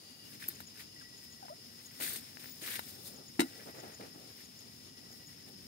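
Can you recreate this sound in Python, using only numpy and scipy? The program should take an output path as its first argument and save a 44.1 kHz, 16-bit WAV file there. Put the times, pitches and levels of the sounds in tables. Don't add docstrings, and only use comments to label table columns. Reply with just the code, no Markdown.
import sys
import numpy as np
from scipy import signal
from scipy.fft import rfft, irfft, next_fast_len
from scipy.io import wavfile
from scipy.ndimage import uniform_filter1d, map_coordinates

SR = 44100
rng = np.random.default_rng(int(sys.argv[2]) if len(sys.argv) > 2 else 0)


def amplitude_ratio(level_db):
    exponent = np.asarray(level_db, float) / 20
    return 10 ** exponent


def inscribe(sig):
    pcm = np.round(np.clip(np.atleast_2d(sig).T, -1, 1) * 32767)
    wavfile.write(sys.argv[1], SR, pcm.astype(np.int16))


N = 250038

# start_s, length_s, fizz_db, swell_db, rub_over_fizz_db
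BRUSH_STROKES = [(0.237, 0.12, -63.5, 3.5, -4), (.4, 0.042, -59, 5.5, 0.5), (.46, 0.051, -59, 5, -7.5),
                 (0.547, 0.073, -66.5, 6, -3), (.745, 0.063, -68.5, 15, 0), (1.17, 0.075, -73.5, 14, -7),
                 (1.619, 0.25, -78.5, 18.5, -7), (1.91, .096, -64.5, 7, -5), (2.004, 0.027, -44.5, 5, -4.5),
                 (2.038, 0.14, -40.5, -7.5, -6.5), (2.193, 0.19, -60, -5.5, -4.5),
                 (2.396, 0.12, -57.5, -3.5, -5), (2.543, 0.095, -62, 2, -9), (2.614, .05, -53.5, 6.5, -0.5),
                 (2.667, 0.092, -48, 4.5, -1), (2.786, .04, -58, -1.5, -4), (2.83, 0.054, -59, 5.5, -9.5),
                 (2.885, 0.12, -54.5, -9.5, -9.5), (3.001, 0.074, -63.5, 15, -22),
                 (3.088, 0.11, -55.5, -18, -25), (3.43, 0.283, -63, 1, -1), (3.746, 0.19, -64.5, -2.5, 3),
                 (4.007, 0.13, -65, -7, 2.5), (4.16, 0.19, -67, -0.5, -4), (4.36, 0.055, -69, 5.5, 0.5),
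                 (4.5, .11, -73, 4, -21), (5.092, 0.079, -72, 10, -18), (5.152, 0.24, -70.5, 2, -2.5),
                 (5.443, 0.043, -73, 9, -5), (5.486, 0.077, -65, -20, -9)]
# start_s, length_s, level_db, swell_db
GROUND_SCRAPES = [(.23, .03, -70, 2), (.42, 0.19, -71.5, -3), (.77, 0.035, -76, 1), (2.0, 0.17, -56, -6),
                  (2.62, 0.14, -58, -2.5), (2.86, 0.36, -68, 8), (3.4, 0.061, -56.5, 2),
                  (3.5, .13, -63, 4.5), (3.66, 0.035, -52.5, 1.5), (3.74, 0.054, -57.5, 6.5),
                  (3.83, 0.12, -48, -14.5), (4.0, 0.074, -51, -7.5), (4.15, 0.16, -59.5, -7),
                  (5.1, 0.055, -63, -2), (5.45, 0.052, -70.5, 9)]
# fizz_db, rub_db, scrape_db
FIDGET_LEVELS = (-69, -74, -73.5)
RISE_DB_PER_S, FALL_DB_PER_S = 2500, 447
# pitch_hz, density_db (per Hz)
FIZZ_COLOUR = [(2000, -69), (3500, 4.5), (4700, 3), (5760, -4), (6620, 0), (7400, -3), (8960, 1),
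               (10800, 3), (12500, 5.5), (14500, 2.5), (15600, -2.5)]
# pitch_hz, density_db (per Hz)
RUB_COLOUR = [(530, -63), (900, -18), (1160, -14.5), (1450, -8.5), (1810, -3.5), (2550, -7.5), (3250, -10),
              (5000, -15.5), (6500, -20), (11000, -120)]
# pitch_hz, density_db (per Hz)
SCRAPE_COLOUR = [(59, -38), (100, -4.5), (344, -1.5), (440, -1), (828, -6.5), (1030, -18), (1300, -11),
                 (1690, -18), (2860, -120)]

# start_s, level_db, favoured_hz, crack_db, thump_db, t60_s (longest ring of the sheet metal)
CONTACTS = [(.486, -45, 1500, -9, -2.5, 0.0076), (.604, -43.5, 1500, -9, -16, 0.021),
            (1.015, -57, 1600, -1, -12, .02), (1.427, -52, 767, -14, -25, .02),
            (1.451, -54, 725, -6, -25, 0.025), (1.483, -47, 1180, -19, -19, .02),
            (2.001, -44.5, 710, -2, -21, 0.01), (2.01, -40, 1900, -6, -7, 0.013),
            (2.159, -43.5, 2180, 3.5, -11, 0.023), (2.371, -42, 1850, -19, -32, 0.0047),
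            (2.443, -44, 1840, -16, -30, 0.0035), (2.458, -46, 1970, -16, -24, .008),
            (2.793, -31.5, 1670, -14, -35, 0.024), (3.393, -30.5, 870, -13, 11.5, 0.028),
            (3.3956, -24, 2090, -10, -22, 0.013), (3.404, -21, 2270, -10, -20, 0.022),
            (3.414, -31, 2140, -27, -22, 0.06), (3.418, -33, 710, -25, 2.5, 0.018),
            (3.43, -40, 2930, -29, 5, 0.051), (3.675, -52, 703, -16, -18, .016),
            (3.843, -52, 790, -16, -22, .02), (4.011, -48, 1900, -17, 3, .02),
            (4.158, -61.5, 740, -7, 11, 0.013)]
# pitch_hz, level_db, t60_s
SHEET_MODES = [(871, 9, .05), (960, 24.5, .05), (1266, 13.5, .05), (1440, 16, .06), (1560, -3, .05),
               (1780, 8, 0.037), (1985, 14.5, .06), (2127, 18, .08), (2220, 9, .06), (2430, 5, .044),
               (2700, 8, 0.06), (2930, 10, .08), (3660, -7, 0.012), (3880, 21.5, 0.038), (4000, 13, .037),
               (5130, 25, 0.027)]
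# pitch_hz, level_db, t60_s
BODY_MODES = [(227, -13.5, 0.14), (265.8, -6, 0.093), (296.2, -0.5, 0.072), (328, 0, 0.061),
              (481, -20.5, 0.047)]
# pitch_hz, density_db (per Hz)
CRACK_COLOUR = [(1500, -29), (3500, 3), (5500, -2.5), (8500, -0.5), (11000, -2), (13000, -4), (15500, -13)]

# start_s, level_db
PLASTIC_SNAPS = [(.482, -34), (.4855, -23.5), (0.492, -36), (.604, -40.5), (2.0128, -43), (2.0384, -31),
                 (2.1365, -30), (2.2089, -46), (2.7921, -36), (2.9094, -47), (4.604, -49)]
# pitch_hz, density_db (per Hz)
SNAP_COLOUR = [(2940, -36), (5000, -19), (5580, -29), (6730, -17), (9500, -23.5), (11800, -1.5),
               (13500, -2.5), (15700, -24)]
SNAP_T60_S = 0.013

# start_s, length_s, first_hz, last_hz, level_db
HANDLE_CREAKS = [(1.008, 0.016, 1670, 1560, -59.5), (1.019, .016, 1400, 1190, -59.5),
                 (1.423, 0.026, 820, 726, -50), (1.451, .014, 740, 710, -52),
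                 (1.484, 0.021, 900, 1040, -50.5), (1.499, .021, 591, 627, -45.5),
                 (1.515, 0.028, 610, 730, -50)]
# start_s, length_s, first_hz, last_hz, level_db
HIGH_FLICKERS = [(2.415, .185, 15200, 15000, -60), (4.265, 0.24, 12400, 12600, -74)]

# start_s, wait_s (until the second chirp)
CHIRP_PAIRS = [(.529, 0.12), (1.154, 0.15), (1.839, 0.14), (2.492, 0.11), (3.141, 0.12), (3.779, 0.146),
               (4.43, 0.14), (5.101, 0.15)]
# start_s, length_s, level_db
WING_STROKES = [(0, 0.024, -4), (0.02, 0.013, 7), (.048, .014, -9)]
FIRST_DB, SECOND_DB = -69, -67
# start_s, length_s, level_db, swell_db
LOW_CALLS = [(.96, .42, -59.5, -7), (1.5, 0.54, -73.5, 6), (3.45, .7, -60, -10), (4.9, .45, -67.5, -1.5)]
# start_s, length_s, level_db, swell_db
HIGH_CALLS = [(.05, 0.21, -71, 5.5), (.7, 0.31, -75, 4)]
LOW_IDLE_DB, HIGH_IDLE_DB = -72, -76.5
# time_s, pitch_hz, level_db
CHORUS_COURSE = [(0, 4710, -62.5), (.23, 4850, -61.5), (.26, 5127, -61), (2.5, 5183, -60.5),
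                 (4.5, 5204, -62), (5.67, 5200, -60)]

# pitch_hz, density_db (per Hz)
NIGHT_COLOUR = [(18, -70), (30, -36), (55, -22), (85, 1), (130, -3), (250, -6), (400, -8.5), (600, -13.5),
                (1100, -15), (1800, -20), (2400, -16.5), (3000, -12.5), (4200, -11.5), (5100, -7.5),
                (6000, -15), (6800, -12.5), (7600, -19), (8400, -34), (9500, -15.5), (10400, -15),
                (11200, -27), (12500, -17), (15500, -31)]
NIGHT_DB = -60.5
# time_s, level_db
RUMBLE_COURSE = [(0, -100), (.27, -61.5), (1.69, -68), (2.65, -65), (3.3, -63), (3.8, -66.5), (5.4, -62.5),
                 (5.67, -59)]
# pitch_hz, density_db (per Hz)
RUMBLE_COLOUR = [(40, -9), (85, -0.5), (150, -1.5), (260, -2.5), (420, -14.5), (900, -78)]
# pitch_hz, width_hz, level_db
DRONE = (240, 40, -70.5)

# pitch_hz, likeness (0 to 1)
PORT_LIKENESS = [(60, 0.9), (300, 0.88), (700, 0.44), (1500, 0.31), (2500, 0.34), (4000, 0.11),
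                 (8000, 0.022)]
# pitch_hz, level_db
PORT_SHADE = [(60, -1), (250, -0.5), (700, -0.5), (1300, 0), (2400, 1.5), (4400, 1), (5500, 4), (6800, 7.5),
              (7600, 6.5), (8400, 15.5), (9300, 16), (10500, 1), (12000, 3), (14000, 2.5), (15500, 20.5)]
LAG_S = 0.0004307
TOP_HZ = 15750


def unit(x):
    return x / np.sqrt(np.mean(x ** 2) + 1e-20)


def along(points, hz):
    f, v = np.transpose(points)
    return np.interp(np.log(hz + 1), np.log(f + 1), v)


def curves(rows):
    s, *cols = np.transpose(rows)
    return [np.interp(np.arange(N) / SR, s, c) for c in cols]


def wobble(rate):
    knots = rng.standard_normal(int(N * 600 / SR) + 4)
    return map_coordinates(knots, [np.arange(N) * rate / SR])


def filtered(x, response):
    m = next_fast_len(N + 8192)
    return irfft(rfft(x, m) * response(np.fft.rfftfreq(m, 1 / SR)), m)[..., :N]


def rush(spectrum, grain_db, grain_rate, patchy_db=0):
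    grains = amplitude_ratio(grain_db * wobble(grain_rate))
    z = signal.stft(rng.standard_normal((2, N)) * grains, nperseg=256)[2]
    field = uniform_filter1d(rng.standard_normal(z.shape[1:]), size=7, axis=0)
    field = uniform_filter1d(field, size=4, axis=1)
    noise = signal.istft(z * amplitude_ratio(patchy_db * unit(field)), nperseg=256)[1][:, :N]
    return unit(filtered(noise, lambda hz: amplitude_ratio(along(spectrum, hz))))


def narrow(hz, width_hz, steady=0):
    noise = rng.standard_normal((2, N)) + 1j * rng.standard_normal((2, N))
    drift = signal.sosfilt(signal.butter(2, width_hz / 2, fs=SR, output="sos"), noise)
    drift = drift / np.std(drift) + steady
    carrier = np.exp(2j * np.pi * np.cumsum(hz * np.ones(N)) / SR)
    return unit((drift * carrier).real)


def beats(rate, peak_s, uneven, sharp):
    turns = rate * (np.arange(N) / SR - peak_s) + uneven * wobble(6.5)
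    return (.5 + .5 * np.cos(2 * np.pi * turns)) ** sharp


def strokes(rows, idle_db, fall_db_per_s):
    t, depth_db = np.arange(N) / SR, 40
    power = amplitude_ratio(idle_db) ** 2 * np.ones(N)
    rise_s, fall_s = depth_db / RISE_DB_PER_S, depth_db / fall_db_per_s
    for s, length, db, swell_db in rows:
        times = np.cumsum([s - rise_s, rise_s, abs(length), fall_s])
        span = slice(*np.searchsorted(t, times[[0, -1]]))
        course_db = np.interp(t[span], times, [-depth_db, 0, swell_db, swell_db - depth_db])
        power[span] += amplitude_ratio(db + course_db) ** 2
    return np.sqrt(power)


def glide(s, length, first_hz, last_hz, db):
    share = np.clip((np.arange(N) / SR - s) / length, 0, 1)
    hz = first_hz + (last_hz - first_hz) * share
    return hz, amplitude_ratio(db) * np.abs(np.sin(np.pi * share ** 0.81))


def ring(modes, t, gains_db, t60, attack_s):
    x = np.zeros(len(t))
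    for (hz, db, own_t60), gain_db in zip(modes, gains_db):
        x += amplitude_ratio(db + gain_db - 60 * t / min(own_t60, t60)) * np.sin(2 * np.pi * hz * t)
    x = x * (1 - np.exp(-t / attack_s))
    return x / np.abs(x).max()


def scattered(x):
    edges_hz = np.linspace(0, SR / 2, num=40)
    late_s = 0.00242 * rng.random(len(edges_hz)) * np.clip(edges_hz / 3500, 0, 1) ** 2

    def blur(hz):
        turns = np.cumsum(np.interp(hz, edges_hz, late_s)) * hz[1]
        return np.clip(hz / 2500, .35, 1) * np.exp(-2j * np.pi * turns)

    return np.array([x, filtered(x, blur)])


def grass():
    idle_db = FIDGET_LEVELS[0] + 1.8 * wobble(14)
    gain = strokes([row[:4] for row in BRUSH_STROKES], idle_db, FALL_DB_PER_S)
    return gain * rush(FIZZ_COLOUR, grain_db=1, grain_rate=350, patchy_db=2.0)


def cloth():
    idle_db = FIDGET_LEVELS[1] + 1.8 * wobble(14)
    rubs = [(s, length, db + over_db, swell_db) for s, length, db, swell_db, over_db in BRUSH_STROKES]
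    gain = strokes(rubs, idle_db, FALL_DB_PER_S)
    return gain * rush(RUB_COLOUR, grain_db=2, grain_rate=250, patchy_db=2.5)


def ground():
    idle_db = FIDGET_LEVELS[2] + 1.8 * wobble(14)
    gain = strokes(GROUND_SCRAPES, idle_db, FALL_DB_PER_S)
    return gain * rush(SCRAPE_COLOUR, grain_db=0.5, grain_rate=40)


def ticks():
    mids, cracks, t = np.zeros(N + SR), np.zeros(N + SR), np.arange(SR // 4) / SR
    for s, db, favoured_hz, crack_db, thump_db, t60 in CONTACTS:
        at = round(s * SR)
        near_db = -6 * np.log2(np.transpose(SHEET_MODES)[0] / favoured_hz) ** 2
        scatter_db = 2.5 * rng.standard_normal(len(SHEET_MODES))
        sheet = ring(SHEET_MODES, t, near_db + scatter_db, t60, attack_s=.0003)
        clack = 1.93 * np.sin(2 * np.pi * 0.96 * favoured_hz * t) * np.exp(-1.3 * favoured_hz * t)
        body_db = 1.2 * rng.standard_normal(len(BODY_MODES))
        body = ring(BODY_MODES, t, body_db, 7 * t60, attack_s=0.009)
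        mids[at:][:len(t)] += amplitude_ratio(db) * (1.09 * sheet + clack + amplitude_ratio(thump_db) * body)
        crack = amplitude_ratio(db + crack_db - 60 * t / (2.35 * t60))
        cracks[at:][:len(t)] += crack * (1 - np.exp(-t / 0.0011))
    return scattered(mids[:N]) + cracks[:N] * rush(CRACK_COLOUR, grain_db=-0.5, grain_rate=690)


def snaps():
    bursts, t = np.zeros(N + SR), np.arange(SR // 8) / SR
    for s, db in PLASTIC_SNAPS:
        burst = amplitude_ratio(db - 60 * t / SNAP_T60_S) * (1 - np.exp(-t / 0.00043))
        bursts[round(s * SR):][:len(t)] += burst
    return bursts[:N] * rush(SNAP_COLOUR, grain_db=0.5, grain_rate=590)


def creaks():
    out = np.zeros(N)
    for row in HANDLE_CREAKS:
        hz, gain = glide(*row)
        phase = 2 * np.pi * np.cumsum(hz) / SR
        tone = np.sin(phase) + .16 * np.sin(2 * phase)
        out += np.sqrt(2) * gain * amplitude_ratio(1.2 * wobble(150)) * tone
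    return scattered(out)


def high_flickers():
    out = np.zeros((2, N))
    for row in HIGH_FLICKERS:
        hz, gain = glide(*row)
        stepped_hz = hz * (1 + .015 * np.round(wobble(35)))
        out += gain * amplitude_ratio(5 * wobble(60)) * narrow(stepped_hz, width_hz=250)
    return out


def pair_caller():
    wings, t = np.zeros(N + SR), np.arange(SR // 12) / SR
    chirp = np.zeros(len(t))
    for start, length, db in WING_STROKES:
        chirp += amplitude_ratio(db) * np.sin(np.pi * np.clip((t - start) / length, 0, 1)) ** 0.21
    for s, wait in CHIRP_PAIRS:
        wings[round(s * SR):][:len(t)] += amplitude_ratio(FIRST_DB) * chirp
        wings[round((s + wait) * SR):][:len(t)] += amplitude_ratio(SECOND_DB) * chirp
    return wings[:N] * narrow(6760, width_hz=150, steady=1.5)


def low_caller():
    bouts = strokes(LOW_CALLS, LOW_IDLE_DB, fall_db_per_s=150)
    trill = 0.14 + 0.53 * beats(12.0, peak_s=0.97, uneven=0.069, sharp=0.49)
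    flutter = 1 - 0.4 * beats(54, peak_s=1.0, uneven=0.5, sharp=1.4)
    return bouts * trill * flutter * narrow(1940, width_hz=63, steady=1.1)


def high_caller():
    bouts = strokes(HIGH_CALLS, HIGH_IDLE_DB, fall_db_per_s=157)
    trill = beats(30, peak_s=0.098, uneven=0.55, sharp=0.37)
    return bouts * trill * narrow(2860, width_hz=34)


def chorus():
    pitch_hz, level_db = curves(CHORUS_COURSE)
    return amplitude_ratio(level_db + 1.15 * wobble(60)) * narrow(pitch_hz, width_hz=450)


def far_air():
    gain = amplitude_ratio(NIGHT_DB + 0.59 * wobble(1.32))
    return gain * rush(NIGHT_COLOUR, grain_db=1.24, grain_rate=41)


def deep_rumble():
    return amplitude_ratio(curves(RUMBLE_COURSE)[0]) * rush(RUMBLE_COLOUR, grain_db=0.0, grain_rate=15)


def drone():
    hz, width_hz, db = DRONE
    return amplitude_ratio(db + 4 * wobble(1)) * narrow(hz, width_hz)


def scene():
    hands = grass() + cloth() + ground() + ticks() + snaps() + creaks()
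    crickets = pair_caller() + low_caller() + high_caller() + chorus()
    return hands + high_flickers() + crickets + far_air() + deep_rumble() + drone()


def low_pass(x):
    return signal.sosfilt(signal.butter(12, 16680, fs=SR, output="sos"), x)


def record(dry):
    dry = signal.sosfilt(signal.butter(2, 90, "high", fs=SR, output="sos"), dry)

    def left_port(hz):
        return amplitude_ratio(along(PORT_SHADE, hz) / 2 + 3.0) * (hz < TOP_HZ)

    def right_port(hz):
        alike = np.clip(along(PORT_LIKENESS, hz), 0, 1)
        gain = amplitude_ratio(2.0 - along(PORT_SHADE, hz) / 2) * (hz < TOP_HZ)
        lag = np.exp(-2j * np.pi * hz * LAG_S)
        return gain * lag * [alike, np.sqrt(1 - alike ** 2)]

    left = filtered(dry[0], left_port)
    right = filtered(dry, right_port).sum(axis=0)
    return low_pass(np.array([left, right]))


dry = scene()
out = record(dry)
inscribe(out)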